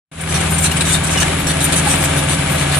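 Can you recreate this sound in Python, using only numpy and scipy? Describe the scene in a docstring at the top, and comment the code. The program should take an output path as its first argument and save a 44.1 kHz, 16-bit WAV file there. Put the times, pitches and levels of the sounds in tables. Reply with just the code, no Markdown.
"""A crawler bulldozer drives over a muddy building site, a few metres away, as the sound fades in.
Its six-cylinder diesel drones at governed speed: harmonic puffs, filtered noise, fan tones, a turbo whistle.
From the first moments its dry steel tracks slip in grinding bursts of little impacts that ring the shoes;
squeaks and singing pins are trembling tones, and clanks are decaying modes heard in the middle stretch.
Then the chassis bumps once, a swell of resonant noise, and the fan drone grows towards the end."""
import sys
import numpy as np
from scipy import signal
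from scipy.fft import rfft, irfft
from scipy.io import wavfile

SR = 44100
rng = np.random.default_rng(int(sys.argv[2]) if len(sys.argv) > 2 else 0)


def int16_out(signal):
    """Quantize to a 16-bit WAV file."""
    q = np.round(np.clip(np.atleast_2d(signal).T, -1, 1) * 32767)
    wavfile.write(sys.argv[1], SR, q.astype(np.int16))


N = 123039
TIME = np.arange(N) / SR
FREQS = np.maximum(np.fft.rfftfreq(N, 1 / SR), 1)

# engine
CYCLE_HZ, FIRST_FIRING_S = 13.42, .0013   # four-stroke cycles per second
SPEED_WANDER = .0004   # share of the crank speed
TONE_WAVER_DB, PUFF_SPREAD_DB = .7, 1   # of each order; of all tones together
FAN_HZ, FAN_WAVER_DB = 142.9, .8   # blade rate
CLATTER_DB, RUMBLE_DB = -20.5, -26.8
KNOCK_DB, KNOCK_S, KNOCK_SPREAD_DB = -39, 0.0051, 3
TICKS_PER_S, TICK_DB, TICK_S = 160, -30, 0.00095   # hard contacts, at unit knock strength
CYCLE_REPEAT = .25   # share of the clatter's power that is the same in every cycle
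TURBO_DB, TURBO_WIDTH_HZ, TURBO_PAN_DB = -35.5, 52, 4
THUD_S, THUD_LENGTH_S, THUD_HZ, THUD_DB = 1.8, 0.055, 215, -20.5

# tracks
SLIP_GRAINS_PER_S, GRAIN_SPREAD_DB = 5000, 1   # rate in each noise stream
SLIP_LIKENESS = 0.31   # share of power common to both sides
SLIP_ATTACK_S, SLIP_RELEASE_S = 0.00085, 0.0066
SNAP_DB, SNAP_S = -16, 0.00094   # the link breaks loose with a snap
CHATTER_DB, CHATTER_PER_S = 0.5, 54   # a sliding link catches and lets go
SHOE_SPREAD_DB, SHOE_DETUNE = 2.5, 0.02   # from link to link; detune as a share
SHOE_RING_DB, SHOE_RING_WIDTH_HZ = -7, 70   # sharp modes beside the broad ones
SQUEAK_WIDTH_HZ = 110   # at the pitch of the lower pin mode
SQUEAK_SAG_PER_S, SQUEAK_OVERTONE_DB = .15, -12   # share of pitch lost; level of the octave
PIN_WIDTH_HZ, PIN_PAN_DB = 34.7, 8
ATTACK_SHARE = 0.69   # a swell rises faster than it dies
RATTLES_PER_S, RATTLE_DB = 86, -40   # loose track hardware; rate in each noise stream
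CLANK_CRACK_DB, CLANK_CRACK_S = 4, 0.0011   # level relative to the ringing modes

# surroundings and pickup
ECHO_DB, ECHO_T60_S = -8.5, 0.14
CUTOFF_HZ = 14000

# low resonances of the track shoes, heard as grind: pitch_hz, width_hz (nominal), relative level_db
GRIND_MODES = [(1630, 670, 2.5), (2410, 470, 1.5), (3025, 370, 3), (3690, 500, 6), (4277, 620, 1.5)]
# the two modes in which a track pin sings: pitch_hz
PIN_HZ = [9044, 12285]


def from_db(db):
    """Logarithmic level: decibels to amplitude gain."""
    return 10 ** (np.asarray(db) / 20)


def rms_one(x):
    """Power normalisation: scale to unit rms."""
    return x / np.sqrt(np.mean(x ** 2) + 1e-20)


def in_time(rows):
    """Linear interpolation: the columns of a curve at every sample."""
    s, *columns = np.transpose(rows)
    return [np.interp(TIME, s, column) for column in columns]


def at_hz(points):
    """Interpolation over log frequency: a spectrum table at every frequency."""
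    hz, value = np.transpose(points)
    return np.interp(np.log(FREQS), np.log(hz), value)


def pan(left_right_db):
    """Constant-power panning: left and right gains with the given level difference."""
    gains = from_db(np.array([[.5], [-.5]]) * left_right_db)
    return gains / np.sqrt(np.mean(gains ** 2, axis=0))


def drift(rate_hz):
    """Low-pass noise: a slow random fluctuation with unit rms."""
    size = 4096
    hz = np.arange(size // 2 + 1) * SR / N
    slow = irfft(rfft(rng.standard_normal(size)) / (1 + (hz / rate_hz) ** 2))
    return np.interp(TIME, np.linspace(0, N / SR, size), rms_one(slow))


def resonate(x, hz, width_hz):
    """A damped oscillator: one two-pole resonance with about unit gain at its peak."""
    radius = np.exp(-np.pi * width_hz / SR)
    zeros = np.array([1, 0, -1]) * (1 - radius * radius) / 2
    poles = [1, -2 * radius * np.cos(2 * np.pi * hz / SR), radius * radius]
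    return signal.lfilter(zeros, poles, x + 1e-18)


def swell(middle_s, length_s):
    """A skewed Gaussian envelope: a quick rise and a slower fall around a moment."""
    t = (TIME - middle_s) / length_s
    skewed = np.where(t < 0, t / ATTACK_SHARE, t)
    return np.exp(-np.minimum(2 * skewed ** 2, 20))


def held(start_s, length_s):
    """A stick-slip envelope: an abrupt attack, a hold and a short exponential release."""
    t = TIME - start_s
    attack = np.clip(t / SLIP_ATTACK_S, 0, 1)
    return attack * np.exp(-np.clip((t - length_s) / SLIP_RELEASE_S, 0, 20))


def unsteady_tone(hz, width_hz, overtone=0):
    """Random frequency modulation: a friction or flow tone trembles, slightly differently at each side."""
    angle = 2 * np.pi * np.cumsum(hz + width_hz * drift(103.8)) / SR
    sides = []
    for _ in range(2):
        phase = angle + .5 * drift(17)
        wave = np.sin(phase) + overtone * np.sin(2 * phase)
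        sides.append(np.sqrt(2) * wave * from_db(2 * drift(76)))
    return np.array(sides)


def grains(rate, size):
    """Shot noise: two partly alike sides of random little impacts of uneven strength."""
    strengths = from_db(GRAIN_SPREAD_DB * rng.standard_normal((3, size)))
    signs = rng.choice([-1, 1], (3, size))
    hits = strengths * signs * (rng.random((3, size)) < rate / SR)
    return np.sqrt(SLIP_LIKENESS) * hits[0] + np.sqrt(1 - SLIP_LIKENESS) * hits[1:]


def scatter(x):
    """Diffuse reflection: a short exponentially decaying tail from the hull and the ground."""
    t = TIME[:SR // 2]
    tail = rng.standard_normal((2, len(t))) * from_db(-60 * t / ECHO_T60_S)
    return signal.fftconvolve(x, tail / np.sqrt(np.sum(tail[0] ** 2)), axes=1)[:, :N]


def thud():
    """Resonance of a heavy body: the chassis booms once with a dull bump."""
    boom = rng.standard_normal(N)
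    for _ in range(2):
        boom = resonate(boom, THUD_HZ, 70)
    return from_db(THUD_DB) * swell(THUD_S, THUD_LENGTH_S) * rms_one(boom)


def turbo():
    """A rotor tone: the thin whistle creeps up as the turbine gathers speed, then nearly levels off."""
    # whistle pitch: time_s, pitch_hz
    whistle = [(0, 10480), (.3, 10560), (.7, 10680), (1.2, 10735), (1.9, 10750), (2.79, 10735)]
    hz, = in_time(whistle)
    return from_db(TURBO_DB) * pan(TURBO_PAN_DB) * unsteady_tone(hz, TURBO_WIDTH_HZ)


def radiate(pair, spectrum):
    """Structural radiation: colour two signals, ring the engine's panels and spread the sound; rms 1."""
    # resonances of block and bonnet: pitch_hz, width_hz, lift_db
    panels = [(371, 42, 4), (524, 22, 11), (657, 64, 3.5), (760, 30, 6.5), (1248, 240, 2.5), (1534, 67, 6),
              (1663, 33, 5), (2260, 150, 2), (2940, 87, 1)]
    # left-right likeness, negative values acting as zero: frequency_hz, likeness
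    likeness = [(60, 1), (130, 0.91), (280, 0.82), (620, 1), (1340, 0.74), (2910, 0.22), (6320, -0.19),
                (13700, -0.17)]
    # lean to the engine's side: frequency_hz, left_right_db
    lean = [(200, 1), (700, 3.5), (2300, 8), (3500, 6.5), (5300, 2), (6500, 5.5), (8000, 0), (11000, 6.5)]
    panels_db = sum(db / (1 + (2 * (FREQS - hz) / width) ** 2) for hz, width, db in panels)
    mid, side = rfft(pair) * from_db(at_hz(spectrum) + panels_db)
    alike = np.clip(at_hz(likeness), 0, 1)
    both = mid + np.sqrt((1 - alike) / (1 + alike)) * side * [[1], [-1]]
    return rms_one(irfft(both * pan(at_hz(lean)), N))


def exhaust(cycles, upper_db, high_db):
    """Harmonic synthesis: phase-locked multiples of the firing rate give puffs; other orders are loose."""
    # exhaust tones: order (multiple of the cycle rate), level_db
    orders = [(3, -51), (4, -44), (5, -41.5), (6, -25.5), (7, -37.5), (10, -35.5), (12, -24), (14, -41.5),
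              (15, -36), (16, -47), (20, -33.5), (21, -41), (24, -41), (32, -49), (39, -49), (48, -38),
              (66, -38), (87, -41), (124, -39), (170, -41.5)]
    out = 0
    for order, db in orders:
        load_db = high_db if order > 15 else upper_db if order > 10 else 0
        offset = rng.random() * (order % 6 > 0)
        gain = from_db(db + load_db + TONE_WAVER_DB * drift(9))
        out = out - gain * np.sin(2 * np.pi * (order * cycles + offset))
    return out


def fan(clock, fan_db, high_db):
    """Blade-passing tones: the fan's drone and harmonics, locked to the crank speed."""
    # blade rate and its harmonics in turn: level_db
    harmonics = [-27.5, -33.5, -60, -37]
    out = 0
    for k, db in enumerate(harmonics):
        load_db = high_db if k else fan_db
        gain = from_db(db + load_db + FAN_WAVER_DB * drift(12.0))
        out = out - gain * np.cos(2 * np.pi * (k + 1) * FAN_HZ * clock)
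    return out


def valve_gear(cycles):
    """Cyclic noise: valves, injectors and gears repeat each cycle, mixed with fresh noise."""
    size = int(SR / CYCLE_HZ)
    repeated = rng.standard_normal((2, SR // 10))[:, (cycles % 1 * size).astype(int)]
    return np.sqrt(CYCLE_REPEAT) * repeated + np.sqrt(1 - CYCLE_REPEAT) * rng.standard_normal((2, N))


def combustion_clatter(cycles, clatter_db):
    """Amplitude-modulated noise: a knock at each firing and the valve ticks gate the clatter."""
    # combustion clatter: frequency_hz, relative density_db (per Hz); the narrow peak near 10.7 kHz is turbo
    # whistle noise carried along with it
    spectrum = [(180, -29), (300, -9), (460, -9.5), (750, -8), (1000, -9), (1600, -10), (2400, -9.5),
                (3800, -13.5), (4800, -22.5), (6000, -21), (8000, -17), (9100, -16.5), (10200, -23),
                (10700, -11), (11300, -33), (13500, -60)]
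    firings = 6 * cycles
    since_s = firings % 1 / (6 * CYCLE_HZ)
    strength = from_db(KNOCK_SPREAD_DB * rng.standard_normal(size=400))[firings.astype(int)]
    knock = rms_one(strength * np.exp(-since_s / KNOCK_S))
    contacts = (rng.random(N) < TICKS_PER_S * knock / SR) * rng.random(N)
    ticks = rms_one(signal.lfilter([1], [1, -np.exp(-1 / (TICK_S * SR))], contacts + 1e-18))
    blows = np.hypot(from_db(KNOCK_DB) * knock, from_db(TICK_DB) * ticks)
    gate = np.hypot(from_db(CLATTER_DB), blows) * from_db(clatter_db + 1.0 * drift(17))
    return np.sqrt(np.mean(gate ** 2)) * radiate(gate * valve_gear(cycles), spectrum)


def engine():
    """Periodic excitation: exhaust, fan, knock and ticks on one crank speed, over steady rumble noise."""
    # gains over time: time_s, clatter_db, fan_db (blade rate),
    # upper_db (tones near twice the firing rate), high_db (higher tones and fan harmonics)
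    effort = [(0, 1.5, -6, 1, 0), (.35, -1, -9, -1, -11), (.6, -1.5, -3.5, 2, -4.5),
              (1.0, -0.5, -7, 0, -3.5), (1.3, 0.5, -3, -0.5, -2), (1.55, -1, 0.5, 0, 0),
              (1.85, 3, -2, 1.5, 1.5), (2.1, 2.5, 5, -4, 2), (2.45, 1.5, 3.5, 0.5, 0.5),
              (2.79, 3, 7.5, -9, -3.5)]
    # exhaust rumble: frequency_hz, relative density_db (per Hz)
    rumble_spectrum = [(20, -18), (40, -4.5), (62, -9), (100, -3), (145, 1), (200, -2), (300, -9.5),
                       (450, -14), (900, -66)]
    clatter_db, fan_db, upper_db, high_db = in_time(effort)
    clock = np.cumsum(1 + SPEED_WANDER * drift(1.6)) / SR
    cycles = CYCLE_HZ * (clock - FIRST_FIRING_S)
    puffs = exhaust(cycles, upper_db, high_db) * from_db(PUFF_SPREAD_DB * drift(40))
    tones = puffs + fan(clock, fan_db, high_db)
    rumble = from_db(RUMBLE_DB) * radiate(rng.standard_normal((2, N)), rumble_spectrum)
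    return np.sqrt(2) * tones + combustion_clatter(cycles, clatter_db) + rumble


def shoe(hits, modes):
    """Modal resonance: a track shoe rings in broad and sharp modes, each shoe a little differently; rms 1."""
    broad = sharp = 0
    for hz, width, db in modes:
        hz = hz * (1 + SHOE_DETUNE * rng.standard_normal())
        # two doubled-width resonances in series make one broad mode with steep skirts
        band = resonate(resonate(hits, hz, 2 * width), hz, 2 * width)
        band = from_db(db + SHOE_SPREAD_DB * rng.standard_normal()) * band
        broad = broad + band
        sharp = sharp + resonate(band, hz + width * rng.uniform(-0.46, 0.52), SHOE_RING_WIDTH_HZ)
    return rms_one(rms_one(broad) + from_db(SHOE_RING_DB) * rms_one(sharp))


def loose_rattle():
    """Random impact excitation: loose track hardware rings the low shoe modes steadily."""
    return from_db(RATTLE_DB) * shoe(grains(RATTLES_PER_S, size=N), GRIND_MODES)


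def singing_pins():
    """Narrow-band resonance: the track pins sing in two modes that swell and fade."""
    # pin_swells: middle_s, length_s (nominal), lower_mode_db, upper_mode_db
    pin_swells = [(0.217, 0.016, -20, -29), (.512, 0.027, -43, -30), (0.537, 0.037, -23, -39),
                  (0.615, 0.036, -28, -27), (0.723, .015, -42, -29), (0.778, 0.023, -25, -44),
                  (0.816, 0.029, -22.5, -46), (0.898, 0.033, -24, -36), (1.09, .03, -37, -57),
                  (1.401, .025, -44, -29), (1.643, 0.028, -16, -18.5), (1.914, 0.16, -25.5, -34),
                  (2.04, .025, -36, -27), (2.185, 0.037, -25, -30), (2.241, .02, -24, -48),
                  (2.293, 0.019, -23, -34), (2.524, 0.058, -26.5, -28), (2.758, 0.061, -24, -31)]
    out = 0
    for k, hz in enumerate(PIN_HZ):
        level = sum(from_db(dbs[k]) * swell(s, length) for s, length, *dbs in pin_swells)
        out = out + level * pan(PIN_PAN_DB) * unsteady_tone(hz, PIN_WIDTH_HZ)
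    return out


def squeaks():
    """Friction-driven oscillation: a slip locks into one sagging pitch, with its octave below the cutoff."""
    # locked slips: start_s, length_s (before release), pitch_hz (mid-length), level_db, left_right_db
    locked = [(.405, .012, 8540, -27, -5), (0.636, 0.02, 8900, -22, 10), (0.657, 0.0088, 4180, -19.5, 13),
              (0.714, .01, 2860, -21, 14), (.765, .006, 7800, -25, 4), (0.806, .005, 3930, -18.5, 20),
              (0.944, 0.0095, 3620, -21, 11), (1.169, 0.018, 2923, -20.5, 3), (1.199, 0.01, 6460, -23, -1),
              (1.208, .02, 5930, -29.5, -11), (1.227, 0.0054, 1697, -20, 5), (1.725, 0.021, 3850, -34, 1),
              (1.758, .03, 9770, -19, 3), (1.765, 0.014, 6050, -26, -12), (1.866, 0.0111, 820, -18, -4),
              (2.749, 0.042, 9480, -22.5, -20)]
    out = np.zeros((2, N))
    for s, length, hz, db, pan_db in locked:
        pitch = hz * (1 - SQUEAK_SAG_PER_S * np.clip(TIME - s - length / 2, -length, length))
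        overtone = from_db(SQUEAK_OVERTONE_DB) * (2 * hz < CUTOFF_HZ)
        tone = unsteady_tone(pitch, SQUEAK_WIDTH_HZ * hz / PIN_HZ[0], overtone=overtone)
        out += from_db(db) * pan(pan_db) * held(s, length) * tone
    return out


def link_slips():
    """Stick-slip friction: bursts of dense impacts ring three bands of shoe modes after a snap."""
    # slipping links: start_s, length_s (before release), grind_db, rasp_db, screech_db, left_right_db
    slipping = [(0.206, 0.011, -46, -39, -26, -5), (0.287, 0.042, -33, -27.5, -28, 6),
                (0.342, 0.032, -22.5, -24.5, -24, 1.5), (0.402, 0.011, -36, -29, -25.5, 3),
                (0.507, 0.012, -43, -36, -26, 3), (0.532, 0.037, -43, -39.0, -27, 7),
                (0.581, 0.013, -28, -26, -18.0, 5), (0.622, 0.031, -29.5, -28, -18.5, 4),
                (0.639, 0.03, -19, -21, -17.5, 2.5), (0.712, 0.0068, -21.5, -24, -21.5, 3),
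                (0.766, 0.0066, -23, -22, -22, 4), (0.808, 0.0098, -18, -31, -18, 4),
                (0.851, 0.038, -25.5, -27, -23.5, 2), (0.888, 0.025, -22, -25.0, -21.5, 4),
                (0.92, 0.019, -24.5, -22, -15, 7), (0.932, 0.031, -22, -27, -19, 4),
                (1.038, 0.014, -33, -32.5, -20, 2), (1.067, 0.012, -30.5, -26, -23, 0),
                (1.104, 0.039, -24.5, -25.5, -23.5, 4), (1.172, 0.023, -26.5, -23.5, -23.5, 1),
                (1.2, 0.016, -19.5, -20, -21.0, 3), (1.217, 0.013, -18.5, -23.5, -21, 3),
                (1.467, 0.018, -25.5, -25.5, -21, 1), (1.485, 0.034, -22, -25, -22, 4),
                (1.604, 0.026, -23, -28, -21.0, 2), (1.639, 0.018, -23, -30, -18.5, 1),
                (1.721, 0.024, -19.5, -29, -17.5, 3), (1.759, 0.039, -22, -25, -20, 2.5),
                (1.869, 0.046, -26, -30, -22, 1), (1.897, 0.038, -25, -23, -19, 1.5),
                (2.005, 0.028, -37, -29, -23.5, 1), (2.039, 0.02, -23, -24, -17.5, 2),
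                (2.164, 0.031, -28, -27, -27, 3), (2.295, 0.055, -26, -29, -21.5, 4),
                (2.579, 0.059, -26, -29, -26.5, 4), (2.717, 0.042, -20.5, -29, -25.5, 3.5)]
    # middle and high shoe resonances: pitch_hz, width_hz (nominal), relative level_db
    rasp_modes = [(5110, 620, 1), (5900, 410, 5), (6920, 930, -2)]
    screech_modes = [(7600, 1080, 10), (8210, 520, 11), (8940, 360, 12), (9270, 1030, 3.5),
                     (10030, 840, -2), (13550, 450, -5.5)]
    out, reach = np.zeros((2, N)), SR // 8
    chatter = from_db(CHATTER_DB * drift(CHATTER_PER_S))
    for s, length, *dbs, pan_db in slipping:
        hits = grains(SLIP_GRAINS_PER_S, size=reach)
        burst = 0
        for db, modes in zip(dbs, (GRIND_MODES, rasp_modes, screech_modes)):
            burst = burst + from_db(db) * shoe(hits, modes)
        start = int(s * SR)
        shape = (held(s, length) * chatter)[start:start + reach]
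        snap = 1 + from_db(SNAP_DB) * np.exp(-TIME[:len(shape)] / SNAP_S)
        out[:, start:start + reach] += pan(pan_db) * shape * snap * burst[:, :len(shape)]
    return out


def clanks():
    """Modal impact: a shoe drops onto its roller; a noise crack, then modes of chance strength die away."""
    # drops: start_s, peak_db (before panning), left_right_db
    drops = [(.659, -12, 5), (.767, -21, 6), (.809, -9, 3), (.951, -5, 11), (1.173, -11, 0),
             (1.209, -12, 3), (1.229, -12, 3), (1.47, -7, 2), (1.605, -12, 2), (1.724, -9, 4),
             (1.765, -14, 1)]
    # modes of the struck steel: pitch_hz, damping_hz (twice the resonance width), relative level_db
    struck_modes = [(1700, 120, 1), (2880, 110, -3), (3780, 90, 0), (4210, 100, -7), (5220, 96, -1),
                    (6020, 90, -3), (6400, 140, -3), (8100, 140, 2)]
    out, t = np.zeros((2, N)), TIME[:SR // 16]
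    for s, db, pan_db in drops:
        hit = from_db(CLANK_CRACK_DB) * rng.standard_normal((2, len(t))) * np.exp(-t / CLANK_CRACK_S)
        for hz, damping, mode_db in struck_modes:
            turns = hz * (1 + SHOE_DETUNE * rng.standard_normal()) * t + .5 * rng.random((2, 1))
            gain = from_db(mode_db + SHOE_SPREAD_DB * rng.standard_normal())
            hit += gain * np.sin(2 * np.pi * turns) * np.exp(-np.pi * damping * t / 2)
        start = int(s * SR)
        out[:, start:start + len(t)] += from_db(db) * pan(pan_db) * hit / np.abs(hit).max()
    return out


def scene():
    """Superposition: engine, turbo, chassis and tracks together, with an echo of the track steel."""
    steel = loose_rattle() + singing_pins() + squeaks() + link_slips() + clanks()
    return from_db(ECHO_DB) * scatter(steel) + thud() + turbo() + engine() + steel


def ports(x):
    """Interaural-style differences: the microphone's two ports shift phase and level against each other."""
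    # port differences: frequency_hz, left_lead_rad, left_right_db
    differences = [(206, 0, -0.5), (364, -0.5, -1), (497, -1.84, -0.5), (800, -1.34, 1.5), (1560, 0.25, -4),
                   (2230, -0.6, 1), (2630, 1, -1.5), (2750, 0.9, -0.5), (3430, -1.6, -2), (3980, 6, -4),
                   (5000, 5, -5.5), (5940, 4, -11.5), (7400, 4.5, 1), (8000, 5.5, 0), (10600, 7, -2),
                   (10740, 11.5, 0.5), (11500, 10, -2)]
    hz, radians, db = np.transpose(differences)
    turn = np.exp(.5j * at_hz(np.c_[hz, radians]) * np.array([[1], [-1]]))
    return irfft(rfft(x) * turn * pan(at_hz(np.c_[hz, db])), N)


def record(dry):
    """Gain, clipping and band limiting: the sound fades in, peaks are clipped and the top is cut."""
    # overall gain: time_s, gain_db
    fade = [(0, -100), (.112, -71), (.116, -20), (.16, -15.5), (.2, -8), (.27, -4), (.33, 1), (2.79, -1)]
    fade_db, = in_time(fade)
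    heard = np.clip(ports(dry) * from_db(fade_db), -.85, .85)
    # the stopband, 70 dB down, starts 700 Hz above the cutoff
    low_pass = signal.cheby2(14, 70, CUTOFF_HZ + 700, fs=SR, output="sos")
    return signal.sosfilt(low_pass, heard)


dry = scene()
out = record(dry)
int16_out(out)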